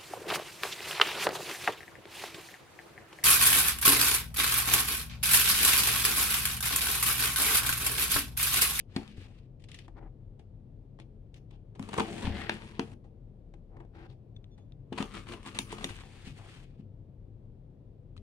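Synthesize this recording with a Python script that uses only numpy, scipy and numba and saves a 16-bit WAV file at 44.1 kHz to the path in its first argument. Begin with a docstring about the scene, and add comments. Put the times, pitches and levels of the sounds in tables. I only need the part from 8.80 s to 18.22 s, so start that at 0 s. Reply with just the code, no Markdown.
"""A utility knife slits the packing tape of a small cardboard box: a long pull, sawing strokes, snaps.
In between come handling taps and rubs, knocks and slides of the box on a table, and a low room hum.
Friction is random grains of slip, coloured by the part that radiates them and shaped by event tables.
Snaps, slips and touches are short crackling bursts of noise; knocks and blade ticks ring decaying modes;
squeaks are sines. The sources feed a short room and two differently coloured microphones."""
import sys
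import numpy as np
from scipy import signal
from scipy.fft import rfft, irfft, next_fast_len
from scipy.io import wavfile
from scipy.ndimage import uniform_filter1d, map_coordinates
from numba import njit

SR = 44100
rng = np.random.default_rng(int(sys.argv[2]) if len(sys.argv) > 2 else 0)


def to_wav(s):
    """Save 16-bit WAV."""
    ch = np.atleast_2d(s).T  # columns
    pcm = np.round(np.clip(ch, -1, 1) * 32767)  # PCM
    wavfile.write(sys.argv[1], SR, pcm.astype(np.int16))


N = 415414
TIME = np.arange(N) / SR

# spectra of the hollow box, the flaps, the tearing tape and the blade hiss: f/Hz, density/dB per Hz
BOX_DRONE = [(75, -12), (110, -8), (160, -8.5), (225, 0), (280, -11), (335, -8), (395, -9.5), (455, -11),
             (600, -18), (900, -30)]
FLAP_RASP = [(400, -6), (600, -7), (770, -1.5), (900, 3.5), (1150, -2.5), (1400, -8.5), (2100, -20)]
TAPE_TEAR = [(900, -16.5), (1400, -5.5), (1800, 3), (2300, 2), (2950, 0.5), (3600, -3.5), (4500, -5),
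             (5400, -14.5), (7500, -26.5)]
FINE_HISS = [(3800, -13), (5600, -1.5), (7300, 1), (8900, 2), (10000, -7.5), (11500, -16.5), (15500, -25)]
# spectrum of a dull rub or tap on card: f/Hz, density/dB per Hz
DULL_CARD = [(200, 0), (330, 9.5), (620, -2.5), (810, 7), (1400, -7), (1900, -7), (3000, -26.5)]
# skin rubs over the box: t/s, hold time/s, level/dB, brightness/dB, ring of the rubbed spot f/Hz
SKIN_RUBS = [(0.893, 0.17, -75, 16, 3350), (1.169, 0.024, -63.5, -10, 1400), (1.213, 0.067, -74, -19, 990),
             (2.207, 0.022, -73.5, 11, 2870), (2.558, 0.027, -72, 10, 5400), (2.715, 0.047, -71, 1, 3000),
             (4.92, 0.12, -76, -17, 800), (5.148, 0.12, -64, -3, 1450), (5.295, 0.034, -70.5, 5, 3600)]
RUB_ATTACK_S, RUB_RELEASE_S = 0.0095, 0.0032
# left-right likeness of diffuse sound: f/Hz, likeness (1 = identical)
DIFFUSE_LIKENESS = [(40, 0.97), (250, 0.94), (600, 0.21), (1500, 0.059)]


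def cutting():
    """The blade catches and slips through tape and card; the flaps and the hollow box sound along."""
    # the flap rings low in mid-seam and higher at the stiff edge: t/s, f/Hz
    flap_pitch = [(3.1, 1150), (3.19, 1006), (3.25, 762), (3.31, 623.5), (3.39, 800), (3.44, 950),
                  (3.5, 745), (3.66, 820), (3.9, 944), (6.15, 1120), (6.4, 1220), (6.55, 1004),
                  (6.75, 1146), (6.93, 1150), (7.2, 1030)]
    # radiation of the card as the blade chatters through it: f/Hz, density/dB per Hz
    chatter_colour = [(250, 0), (450, -2.5), (650, -5), (1000, 4.5), (1600, 3), (2300, -1), (3600, -6),
                      (5500, -13.5)]

    # the fibres grip unevenly
    catch = rms_one(from_db(1.9 * drift(170)))
    drone, rasp, tear, hiss = blade_drive()
    rasp = rasp * uneven(per_s=45, swing_db=2.2)
    tear = tear * uneven(per_s=70, swing_db=1.6)

    body = drone * colour(catch * grains(per_s=2900, spread_db=2.0), BOX_DRONE)
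    flap_hz = np.interp(TIME, *np.transpose(flap_pitch))
    flaps = rasp * resonate(catch * grains(per_s=2100, spread_db=1.0), flap_hz, q=3.8)
    chatter = tear * from_db(-2) * colour(stick_slip(), chatter_colour)
    # even tearing of the tape, and single fibres parting
    tape = tear * from_db(-5) * colour(catch * grains(per_s=1800, spread_db=-3.5), TAPE_TEAR)
    crackle = tear * from_db(-7) * colour(catch * grains(per_s=260, spread_db=0.5), TAPE_TEAR)
    # the far corner of the box rings as the blade passes it
    passing_s, width_s = 3.64, 0.13
    near_corner = np.exp(-((TIME - passing_s) / width_s) ** 2)
    corner_ring = resonate(grains(per_s=3700, spread_db=-9.0), hz=1623, q=1.8)
    corner = tear * near_corner * from_db(2.5) * corner_ring
    edge = hiss * colour(catch * grains(per_s=6000, spread_db=-5.0), FINE_HISS)
    return body + flaps + chatter + tape + crackle + corner + edge


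def blade_drive():
    """Gain of each part under the blade: one long pull, then sawing strokes that swell and die away."""
    # the long pull along the seam: t/s, bite level/dB, extra blade hiss level/dB
    pull_path = [(2.975, -79.5, -4), (3.001, -66.5, 1.5), (3.109, -58, -1), (3.188, -49.5, 5.5),
                 (3.25, -52, -0.5), (3.41, -48.5, 4), (3.44, -44, 0), (3.53, -48.5, -9), (3.6, -48, 3.5),
                 (3.669, -51.5, -8.5), (3.73, -47.5, 1), (3.8, -55.5, 2), (3.88, -57, 7), (3.99, -62, -1),
                 (4.02, -100, -1)]
    # share of box drone, flap rasp, tearing, blade hiss: level at the start/dB, change/dB per s
    pull_mix = [(10.5, -11), (1, -6), (-1.5, -0.5), (-6, -13)]
    # sawing strokes: t of the hardest bite/s, swell time/s, level/dB, brightness/dB
    saw_strokes = [(6.143, 0.0066, -62.5, 1.5), (6.213, 0.0238, -45.5, -4.5), (6.354, 0.025, -46.5, 2),
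                   (6.395, 0.0069, -60.5, -3), (6.49, 0.0057, -50.5, -0.5), (6.525, 0.029, -49.5, -3.5),
                   (6.675, 0.017, -45.5, 3), (6.77, 0.024, -50, -0.5), (6.927, 0.024, -45.5, 1.5),
                   (7.023, 0.022, -48.5, -1.5), (7.095, 0.017, -47.5, 6), (7.16, 0.027, -54.5, 12),
                   (7.208, 0.0071, -52.5, 5)]
    # share of the same four parts: level/dB, slope/dB per dB of brightness
    stroke_mix = [(2, -1), (-1.5, -1), (-1, 0.14), (-9, 0.21)]
    release_ratio = 1.155  # dying away takes this many swell times
    roundness = 0.94       # 1 = pointed, 2 = bell-shaped

    s, db, extra_db = np.transpose(pull_path)
    bite_db = np.interp(TIME, s, db, left=-np.inf, right=-np.inf)
    travel_s = np.clip(TIME, s[0], s[-1]) - s[0]
    pull_db = [bite_db + start + change * travel_s for start, change in pull_mix]
    pull_db[-1] += np.interp(TIME, s, extra_db)

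    sawing = 0
    for peak, swell, level, brightness in saw_strokes:
        away = np.maximum(peak - TIME, (TIME - peak) / release_ratio) / swell
        envelope = np.exp(-np.minimum(away, 10) ** roundness)
        sawing = sawing + from_db(shares(stroke_mix, level, brightness))[:, None] * envelope
    return from_db(pull_db) + sawing


def stick_slip():
    """The blade sticks and lets go at an uneven rate; each slip has its own size."""
    typical_per_s, jitter, spread_db = 190, 0.5, 3.6
    rate = typical_per_s * np.exp(jitter * drift(typical_per_s))
    count = np.floor(np.cumsum(rate) / SR)
    sizes = from_db(spread_db * rng.standard_normal((2, N))) * rng.choice([-1, 1], (2, N))
    return rms_one(np.diff(count, prepend=0) * sizes)


def blade_bursts():
    """Snaps and touches of the blade on tape and card, and slips off the box edge: quick crackling bursts."""
    # t/s, decay time/s, level/dB, brightness/dB, extra blade hiss level/dB
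    burst_rows = [(0.163, 0.0035, -36.5, 4, -3), (2.9945, 0.0018, -48, -8, 14.5),
                  (3.026, 0.0011, -44.5, 6, 1), (3.088, 0.0033, -48, -4, 10),
                  (3.130, 0.0033, -43, -3.5, 5.5), (3.139, 0.0034, -42, -5.5, 12.5),
                  (3.163, 0.0066, -50, -9, 3.5), (3.177, 0.0045, -41.5, -4, 13),
                  (3.1815, 0.0051, -38, -11.5, -0.5), (3.196, 0.0041, -33.5, -5, 9),
                  (3.2032, 0.0015, -30, -8.5, -2), (3.423, 0.0043, -47, 2, 5),
                  (3.467, 0.0042, -41, -2, -6.5), (3.614, 0.004, -44.5, 1.5, -3),
                  (3.694, 0.0021, -27.5, 4.5, -12), (3.9938, 0.0016, -30.5, 0.5, -6.5),
                  (6.1255, 0.0043, -47, -4.5, 4), (6.176, 0.014, -42.5, 3.5, -1),
                  (6.183, .003, -36.5, -1, -5), (6.205, 0.0033, -44.5, -3.5, 2.5),
                  (6.2253, 0.0013, -34, 0, 3.5), (6.367, 0.0023, -51.5, -9, -2),
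                  (6.468, 0.0044, -53.5, 4, -8.5), (6.521, .003, -50, 3, -0.5),
                  (6.534, 0.0043, -46, 3.5, -2.5), (6.63, 0.0013, -52.5, 8, -3.5),
                  (6.661, 0.0023, -48.5, -2, 9), (6.746, 0.013, -46.5, 9, -7.5),
                  (6.788, 0.0016, -28.5, 8, 4), (6.9255, 0.0023, -44, -6.5, 11), (6.982, 0.0031, -47, 0, 0),
                  (7.008, 0.0037, -50.5, -2.5, -5), (7.042, 0.0028, -33, 16.5, -7),
                  (7.106, 0.0024, -48.5, 1.5, -9), (7.235, 0.0023, -55, 1, -10)]
    # share of box drone, flap rasp, tearing, blade hiss: level/dB, slope/dB per dB of brightness
    burst_mix = [(-7, -1.82), (4.5, -0.8), (-0.5, 0), (-11, 0.96)]
    spectra = [BOX_DRONE, FLAP_RASP, TAPE_TEAR, FINE_HISS]
    return bursts(burst_rows, spectra, burst_mix, rise_s=0.0019, main_click=0.85)


def blade_ticks():
    """The blade flicks off the box, breaks through or ticks in its holder: gritty slips ring the steel."""
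    # t/s, peak level/dB, main ring f/Hz, its t60/s
    tick_rows = [(0.163, -22, 4300, 0.0069), (3.6953, -15.5, 1670, 0.01), (3.995, -23, 4360, .004),
                 (5.565, -49, 3520, 0.013), (5.643, -46, 3520, .003), (5.922, -47.5, 3590, 0.0051),
                 (6.788, -19, 3620, .014), (7.043, -18.5, 3520, 0.014), (9.366, -47.5, 1300, 0.0095),
                 (9.378, -43.5, 3900, 0.0068)]
    # modes of the knife: f/Hz, level/dB, t60/s
    steel_modes = [(850, -13.5, 0.0043), (2470, -11.5, 0.0036), (3100, -15, 0.0022), (5600, -17.5, 0.0028)]

    out, t = np.zeros(N), TIME[:SR // 5]
    soft = signal.butter(2, 9000, fs=SR, output="sos")
    for s, db, hz, t60 in tick_rows:
        slip = rng.standard_normal(len(t)) * np.exp(-t / 0.002) + 9.0 * (t == 0)
        main_ring = (hz, -3, t60)
        sound = ring(signal.sosfilt(soft, slip), [*steel_modes, main_ring])
        add(out, s, from_db(db) * sound / np.abs(sound).max())
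    return out


def squeaks():
    """The knife squeaks faintly on wavering sine partials that may rise once the blade starts to slip."""
    # t/s, hold time/s, level/dB
    squeak_rows = [(5.561, 0.01, -75), (5.718, 0.03, -74), (5.778, 0.055, -81), (5.85, .04, -91)]
    # partials: starting f/Hz, level/dB, rise/Hz per s
    partials = [(3505, 0, 0), (4387, -9, 0), (5880, -2, 7000)]
    slip_start_s, waver_hz, edge_s = 5.74, 35, 0.006

    pressure = sum(from_db(db) * held(s, length, edge_s, edge_s) for s, length, db in squeak_rows)
    slipping_s = np.clip(TIME - slip_start_s, 0, 0.5)
    lines = 0
    for hz, db, rise in partials:
        pitch = hz + rise * slipping_s + waver_hz * drift(170)
        lines = lines + from_db(db) * np.sin(2 * np.pi * np.cumsum(pitch) / SR)
    return pressure * rms_one(lines)


def knocks():
    """The box meets the table: a soft push rings both, and longer contacts are duller."""
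    # t/s, contact time/s, hollow box peak level/dB, table thud peak level/dB
    knock_rows = [(0.163, 0.0037, -21, -51), (0.378, 0.003, -42.5, -34), (2.998, 0.0049, -27.5, -46),
                  (3.205, 0.0017, -29, -51), (3.444, 0.004, -32.5, -25), (3.473, 0.0055, -23, -23.5),
                  (3.5, 0.014, -41, -34), (3.695, 0.0021, -38, -58.5), (3.9934, 0.0023, -20.5, -68.5),
                  (6.1219, 0.0021, -28, -48.5), (6.2025, 0.0033, -23.5, -47.5), (6.794, 0.0036, -33, -61),
                  (7.049, 0.0032, -30.5, -50), (7.104, 0.0012, -47, -34), (7.47, 0.0057, -35, -39),
                  (7.994, 0.0058, -37, -52)]
    # modes of the box and of the table top: f/Hz, level/dB, t60/s
    box_modes = [(253, -2, 0.029), (254, 0, 0.05), (368, -5.5, 0.027), (380, -7, 0.059),
                 (454.4, -5.5, 0.045), (795, 3.5, 0.051), (1160, -2.5, .03)]
    table_modes = [(40, -8.5, 0.29), (70, -8, 0.45), (94.6, 5, 0.14)]

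    out = np.zeros(N)
    for s, contact, box_db, table_db in knock_rows:
        push = np.sin(np.pi * np.minimum(TIME[:SR // 3] / contact, 1)) ** 2
        # small light panels radiate the change of the push
        panels = ring(np.gradient(push), box_modes)
        top = ring(push, table_modes)
        add(out, s, from_db(box_db) * panels / np.abs(panels).max())
        add(out, s, from_db(table_db) * top / np.abs(top).max())
    return out


def handling():
    """Fine, even friction of card on table and of skin on card."""
    # the box slides on the table: t/s, hold time/s, level/dB, brightness/dB
    slide_rows = [(0.1, 0.37, -85.5, 6.5), (0.135, 0.18, -71, -0.5), (0.17, 0.064, -61, -1),
                  (0.375, 0.05, -65, 0), (0.415, 0.026, -77.5, 3), (0.44, 0.084, -75.5, -1),
                  (0.48, 0.11, -78.5, 3), (.55, 0.051, -90, 5.5), (.6, 0.061, -92.5, 5.5),
                  (4.0, 0.14, -61, -0.5), (4.01, 0.029, -67, -0.5), (7.24, 0.27, -60.5, 0),
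                  (7.458, 0.024, -62.5, 2), (7.5, 0.089, -66, 0.5), (7.575, 0.269, -61.5, 0),
                  (7.67, 0.104, -72.5, 2.5), (7.85, 0.058, -78.5, 3), (7.91, .05, -92.5, 6),
                  (7.99, 0.021, -84, 5)]
    # share of dull rub, scuff, hiss in a slide and in a skin rub: level/dB, slope/dB per dB of brightness
    slide_mix = [(-3.5, -10.5), (-4.5, 3.5), (-10.5, 1.45)]
    rub_mix = [(4.5, -0.59), (-4, 0.72), (-24, 1)]
    # spectrum of scuffed card: f/Hz, density/dB per Hz
    scuff_colour = [(700, -7.5), (1150, -9.5), (1700, 6.5), (2600, 6.5), (3400, 2), (4600, 0), (5600, -5.5),
                    (7500, -12.5)]

    catch = rms_one(from_db(1.0 * drift(90)))
    dull, mid, top = rub_drive(slide_rows, slide_mix) + rub_drive(SKIN_RUBS, rub_mix)
    rub = dull * colour(catch * grains(per_s=3200, spread_db=-2.5), DULL_CARD)
    scuff = mid * colour(catch * grains(per_s=5600, spread_db=0.5), scuff_colour)
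    hiss = top * colour(catch * grains(per_s=9000, spread_db=1.0), FINE_HISS)
    # the big panels of the box groan along with the scuffing
    panel_groan = resonate(grains(per_s=900, spread_db=1.5), hz=1150, q=2.5)
    base = mid * from_db(-9) * uneven(per_s=32, swing_db=3.5) * panel_groan
    return rub + scuff + base + hiss


def rub_drive(rows, mix):
    """Gain of each part under rubbing: every move starts, keeps its speed and stops."""
    drive = 0
    for s, length, db, brightness, *_ in rows:
        envelope = held(s, length, RUB_ATTACK_S, RUB_RELEASE_S)
        drive = drive + from_db(shares(mix, db, brightness))[:, None] * envelope
    return drive


def touches():
    """Fingers and blade touch the taped card: each contact is a dull tap with a crackle."""
    # t/s, decay time/s, level/dB, brightness/dB
    touch_rows = [(0.005, 0.0065, -59, 7), (0.2775, 0.0013, -50, 29), (0.372, 0.0024, -62, -7),
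                  (0.796, 0.015, -67, 20), (0.819, 0.0081, -65, 18), (0.838, 0.0069, -57.5, 12),
                  (0.8855, 0.0068, -57, 8), (0.9153, 0.0029, -48, 28), (0.943, 0.0057, -48, 14),
                  (0.9873, 0.0041, -49, 9), (1.079, 0.0068, -66.5, -17), (1.225, 0.017, -83.5, -28),
                  (1.5915, 0.012, -65, -5.5), (2.187, 0.006, -67.5, -15), (2.199, 0.0029, -53.5, -2.5),
                  (2.542, 0.0031, -55, 23), (2.708, 0.0046, -63.5, -4), (2.95, 0.016, -65, -9),
                  (4.737, 0.0054, -65, -13), (4.24, 0.02, -73.5, -12), (4.966, 0.0064, -72.5, -21.5),
                  (4.9995, 0.012, -72, -21.5), (5.0485, 0.0031, -72.5, -20.5), (5.327, 0.0077, -73.5, -12),
                  (5.777, .012, -68, -8.5), (9.364, 0.017, -66.5, 20)]
    # share of dull tap, crackle: level/dB, slope/dB per dB of brightness
    touch_mix = [(-.5, -1), (-.5, 0)]
    # spectrum of the crackle: f/Hz, density/dB per Hz
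    crisp_colour = [(1100, -25.5), (1900, 5.5), (3000, 4), (4400, -1), (5600, -3.5), (9000, -5),
                    (11500, -25.5), (15500, -32)]
    return bursts(touch_rows, [DULL_CARD, crisp_colour], touch_mix, rise_s=0.0018, main_click=4.8)


def skin():
    """Each rub of the hand rings the spot of card that it touches."""
    pressure, spots = 0, []
    for s, length, db, _, hz in SKIN_RUBS:
        pressure = pressure + from_db(db - 1) * held(s, length, RUB_ATTACK_S, RUB_RELEASE_S)
        spots += [(s, hz), (s + length, hz)]
    spot_hz = np.interp(TIME, *np.transpose(spots))
    return pressure * resonate(grains(per_s=600, spread_db=-1.0), spot_hz, q=2.2)


def turning():
    """The dragging edge judders: the panel above it groans at a shifting pitch and the table rumbles."""
    # t/s, groan level/dB, groan f/Hz, table rumble level/dB
    turn_path = [(7.3, -69, 1500, -66), (7.43, -66, 1150, -68), (7.475, -64, 2190, -51),
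                 (7.55, -76, 2180, -55), (7.58, -62.5, 950, -56), (7.66, -60, 800, -67.5),
                 (7.7, -64.5, 1400, -69), (7.79, -68.5, 1300, -75), (7.86, -71, 1886, -70)]
    s, groan_db, groan_hz, rumble_db = np.transpose(turn_path)
    groan = from_db(np.interp(TIME, s, groan_db, left=-np.inf, right=-np.inf))
    rumble = from_db(np.interp(TIME, s, rumble_db, left=-np.inf, right=-np.inf))
    judder = grains(per_s=450, spread_db=1.5)
    panel = resonate(judder, np.interp(TIME, s, groan_hz), q=1.2)
    table = resonate(judder, hz=137.7, q=1.65)
    return groan * panel + rumble * table


def room(x, sent):
    """Direct sound with a moving lag, standing waves that hang on, and a tail that dies band by band."""
    # decay of the tail: f/Hz, t60/s
    tail_t60 = [(100, 0.89), (400, 0.1), (1000, 0.2), (3000, 0.16), (7000, 0.23), (15000, 0.32)]
    # strength of the tail: f/Hz, level/dB
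    tail_level = [(100, -7), (400, 2), (1000, -1), (3000, 1), (8000, -0.5), (15000, -1.5)]
    # standing waves: f/Hz, level at the resonance/dB, t60/s
    standing_modes = [(216, 3, .33), (330, 5, .36), (453, 4, .26), (572, 3, .3), (775, 6, .2)]
    # lag of the right microphone as the point of contact moves along the box: t/s, lag/ms
    right_lag = [(.16, .17), (.9, .12), (2.2, -.15), (3.25, -.13), (3.55, .03), (3.7, .2), (5.2, .22),
                 (6.2, .04), (6.6, .08), (6.79, .21), (7.1, .21), (7.5, -.1)]

    t = TIME[:SR * 2 // 3]
    edges = np.geomspace(60, 16000, 9)
    diffuse = two_ears(rng.standard_normal((2, len(t))), DIFFUSE_LIKENESS)
    echo = np.zeros((2, len(t)))
    for low, high in zip(edges, edges[1:]):
        band = signal.butter(2, [low, high], "band", fs=SR, output="sos")
        hz = np.sqrt(low * high)
        decay = np.exp(-np.log(1000) * t / at_hz(tail_t60, hz)) * (t > 0.005)
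        tail = signal.sosfilt(band, diffuse * decay) / np.linalg.norm(decay)
        echo += from_db(at_hz(tail_level, hz)) * tail

    lag_s = np.interp(TIME, *np.transpose(right_lag)) / 1000
    direct = np.array([x[0], map_coordinates(x[1], [(TIME - lag_s) * SR], order=3)])
    standing = 0
    for hz, db, t60 in standing_modes:
        unit_gain = 2 * np.log(1000) / (t60 * SR)
        standing = standing + ring(sent.mean(axis=0), [(hz, db, t60)]) * unit_gain
    return direct + standing + signal.oaconvolve(sent, echo, axes=1)[:, :N]


def background():
    """A low rumble of coloured noise, with hum lines that waver in level and phase."""
    # spectrum of the rumble: f/Hz, density/dB per Hz
    floor_colour = [(20, -8.5), (38, -3.5), (52, -4), (66, -14.5), (80, -1.5), (110, 1), (165, -6.5),
                    (230, -11.5), (500, -20), (950, -34.5), (1600, -42.5), (4000, -52), (8000, -59),
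                    (16000, -68.5)]
    # hum lines: f/Hz, rms level/dB
    hum_lines = [(38, -54.5), (66, -62.5), (102, -56.5), (131, -59), (214, -74.5)]
    noise = two_ears(rng.standard_normal((2, N)), DIFFUSE_LIKENESS)
    rumble = from_db(-52) * colour(noise, floor_colour)
    hum = 0
    for hz, db in hum_lines:
        phase = 2 * np.pi * hz * TIME
        hum = hum + from_db(db) * (drift(12) * np.cos(phase) + drift(18) * np.sin(phase))
    return rumble + hum


def bursts(rows, spectra, mix, rise_s, main_click):
    """Each event is a short run of noise round one main click, each part at its own level."""
    out = np.zeros((2, N))
    t = TIME[:SR // 10]
    parts = [response(points) for points in spectra]
    for s, length, level, brightness, *extra_hiss in rows:
        levels = shares(mix, level, brightness)
        levels[-1] += sum(extra_hiss)
        envelope = np.exp(-t / length) * (1 - np.exp(-t / rise_s))
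        crackles = rng.standard_normal((len(parts), 2, len(t))) * envelope
        crackles[:, 0, int(length * SR / 2)] += main_click
        for part, run, db in zip(parts, crackles, levels):
            sound = signal.fftconvolve(run, part[None], axes=1)
            sound /= np.linalg.norm(sound, axis=1, keepdims=True)
            # the level is the rms over one decay time
            add(out, s, from_db(db) * np.sqrt(length * SR) * sound)
    return out


def grains(per_s, spread_db):
    """Tiny slips at random moments in two patches; a few are far bigger (negative spread: smaller)."""
    sizes = from_db(spread_db * np.minimum(rng.exponential(1, N), 5))
    signs = rng.choice([-1, 1], (2, N))
    return rms_one(sizes * signs * (rng.random(N) < per_s / SR))


def resonate(pair, hz, q):
    """Pass grains twice through a patch of card that rings at a steady or moving pitch; rms 1."""
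    step = 2 * np.sin(np.pi * np.minimum(hz, SR / 8) / SR) * np.ones(N)
    damping = 1 / max(q, 1)
    rung = [tuned_filter(tuned_filter(x, step, damping), step, damping) for x in pair]
    return rms_one(np.array(rung) / np.sqrt(step))


@njit
def tuned_filter(x, step, damping):
    """A band-pass whose centre may move from sample to sample."""
    out, low, band = np.zeros(len(x)), 0., 0.
    for i in range(len(x)):
        low += step[i] * band
        band += step[i] * (x[i] - low - damping * band)
        out[i] = band
    return out


def ring(force, modes):
    """Decaying sines set going by a force."""
    out = 0
    for hz, db, t60 in modes:
        r, w = np.exp(-np.log(1000) / (t60 * SR)), 2 * np.pi * hz / SR
        poles = [1, -2 * r * np.cos(w), r * r]
        # the tiny offset keeps the filter clear of slow denormal numbers
        out = out + from_db(db) * signal.lfilter([0, np.sin(w)], poles, force + 1e-18)
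    return out


def response(points, closed=True, size=4096):
    """Causal impulse response of a spectrum; a closed one falls away past its ends and has unit energy."""
    hz = np.maximum(np.fft.rfftfreq(size, 1 / SR), 1)
    octaves_outside = np.abs(np.log2(hz / np.clip(hz, points[0][0], points[-1][0])))
    level_db = at_hz(points, hz) - 20 * closed * np.minimum(octaves_outside, 2)
    # folding the cepstrum gives minimum phase
    cepstrum = irfft(np.log(from_db(level_db)))
    fold = 1 + np.sign(np.fft.fftfreq(size))
    h = irfft(np.exp(rfft(cepstrum * fold)))[:size // 2]
    return h / np.linalg.norm(h) if closed else h


def colour(x, points, closed=True):
    """Pass each row of a signal through a spectrum."""
    return signal.oaconvolve(x, response(points, closed)[None], axes=1)[:, :N]


def uneven(per_s, swing_db):
    """The card is stiffer in some places than others, so each part swells and fades on its own."""
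    return rms_one(from_db(swing_db * drift(per_s)))


def drift(rate):
    """Smooth random curve of unit rms through a given number of random points per second."""
    coarse = TIME[::50]
    smooth = map_coordinates(rng.standard_normal(4096), [coarse * rate], order=2, mode="wrap")
    return np.interp(TIME, coarse, rms_one(smooth))


def held(s, length, attack_s, release_s):
    """An envelope that swells up to a time, holds, then dies away."""
    before = np.maximum(s - TIME, 0)
    after = np.maximum(TIME - s - length, 0)
    return np.exp(-before / attack_s - after / release_s)


def shares(mix, db, brightness):
    """Level of each part in an event: brightness tilts the balance by the slope of each part."""
    return [db + offset + slope * brightness for offset, slope in mix]


def two_ears(pair, likeness):
    """Left and right from two unrelated signals, as alike in each frequency range as the table says."""
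    length = pair.shape[1]
    size = next_fast_len(length)
    mid, side = rfft(pair, size)
    alike = np.clip(at_hz(likeness, np.fft.rfftfreq(size, 1 / SR)), 0, 1)
    common = np.sqrt((1 + alike) / 2) * mid
    opposed = np.sqrt((1 - alike) / 2) * side * [[1], [-1]]
    return irfft(common + opposed, size)[:, :length]


def suppress(x, threshold_db, depth_db):
    """A noise suppressor turns the treble down whenever it is faint, which cuts tails short."""
    high_pass = signal.butter(3, 1100, "high", fs=SR, output="sos")
    treble = signal.sosfiltfilt(high_pass, x)
    power = uniform_filter1d(np.mean(treble ** 2, axis=0), SR // 100)
    level_db = 10 * np.log10(np.maximum(power, 1e-14))
    # fully shut 4 dB below the threshold
    shut = np.clip((threshold_db - level_db) / 4, 0, 1)
    return x + treble * (from_db(-depth_db * shut) - 1)


def add(track, s, piece):
    """Mix a short piece in at a time."""
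    i = max(int(s * SR), 0)
    track[..., i:i + piece.shape[-1]] += piece[..., :N - i]


def at_hz(points, hz):
    """Read a table on a log-frequency axis."""
    f, value = np.transpose(points)
    return np.interp(np.log(np.maximum(hz, 1)), np.log(f), value)


def from_db(db):
    """Decibels to gain."""
    return 10 ** (np.asarray(db) / 20)


def rms_one(x):
    """Scale to unit rms."""
    return x / np.sqrt(np.mean(x ** 2) + 1e-20)


def scene():
    """Friction spreads over the faces of the box; everything sounds into the room, the nearby knife least."""
    # left-right likeness of the direct friction: f/Hz, likeness (1 = identical)
    friction_likeness = [(40, 0.9), (250, 0.97), (600, 0.36), (1200, 1), (3000, 0.17), (15000, 0.4)]
    contact = cutting() + blade_bursts() + handling() + touches() + skin() + turning()
    friction = two_ears(contact, friction_likeness)
    box = knocks()
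    blade = blade_ticks() + squeaks()
    sent = from_db(-1.5) * friction + box + from_db(-11) * blade
    return room(friction + box + blade, sent) + background()


def record(dry):
    """Each microphone has its own colour; faint treble is suppressed and the top is cut."""
    # colour of the two microphones: f/Hz, level/dB
    left_colour = [(60, 1), (250, 1.5), (500, 2.5), (1200, 0.5), (3500, 6), (5500, 1), (7500, -7),
                   (9500, -11), (12000, -1), (15000, -2)]
    right_colour = [(60, -5), (250, -3.5), (500, -0.8), (1200, -5), (3500, 1), (5500, -1), (7500, 1.5),
                    (9500, 4.5), (12000, 3), (15000, 3)]
    left = colour(dry[:1], left_colour, closed=False)
    right = colour(dry[1:], right_colour, closed=False)
    heard = suppress(np.vstack([left, right]), threshold_db=-61.5, depth_db=5.0)
    top_cut = signal.ellip(10, 0.1, 70, 15800, fs=SR, output="sos")
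    return signal.sosfilt(top_cut, heard)


dry = scene()
out = record(dry)
to_wav(out)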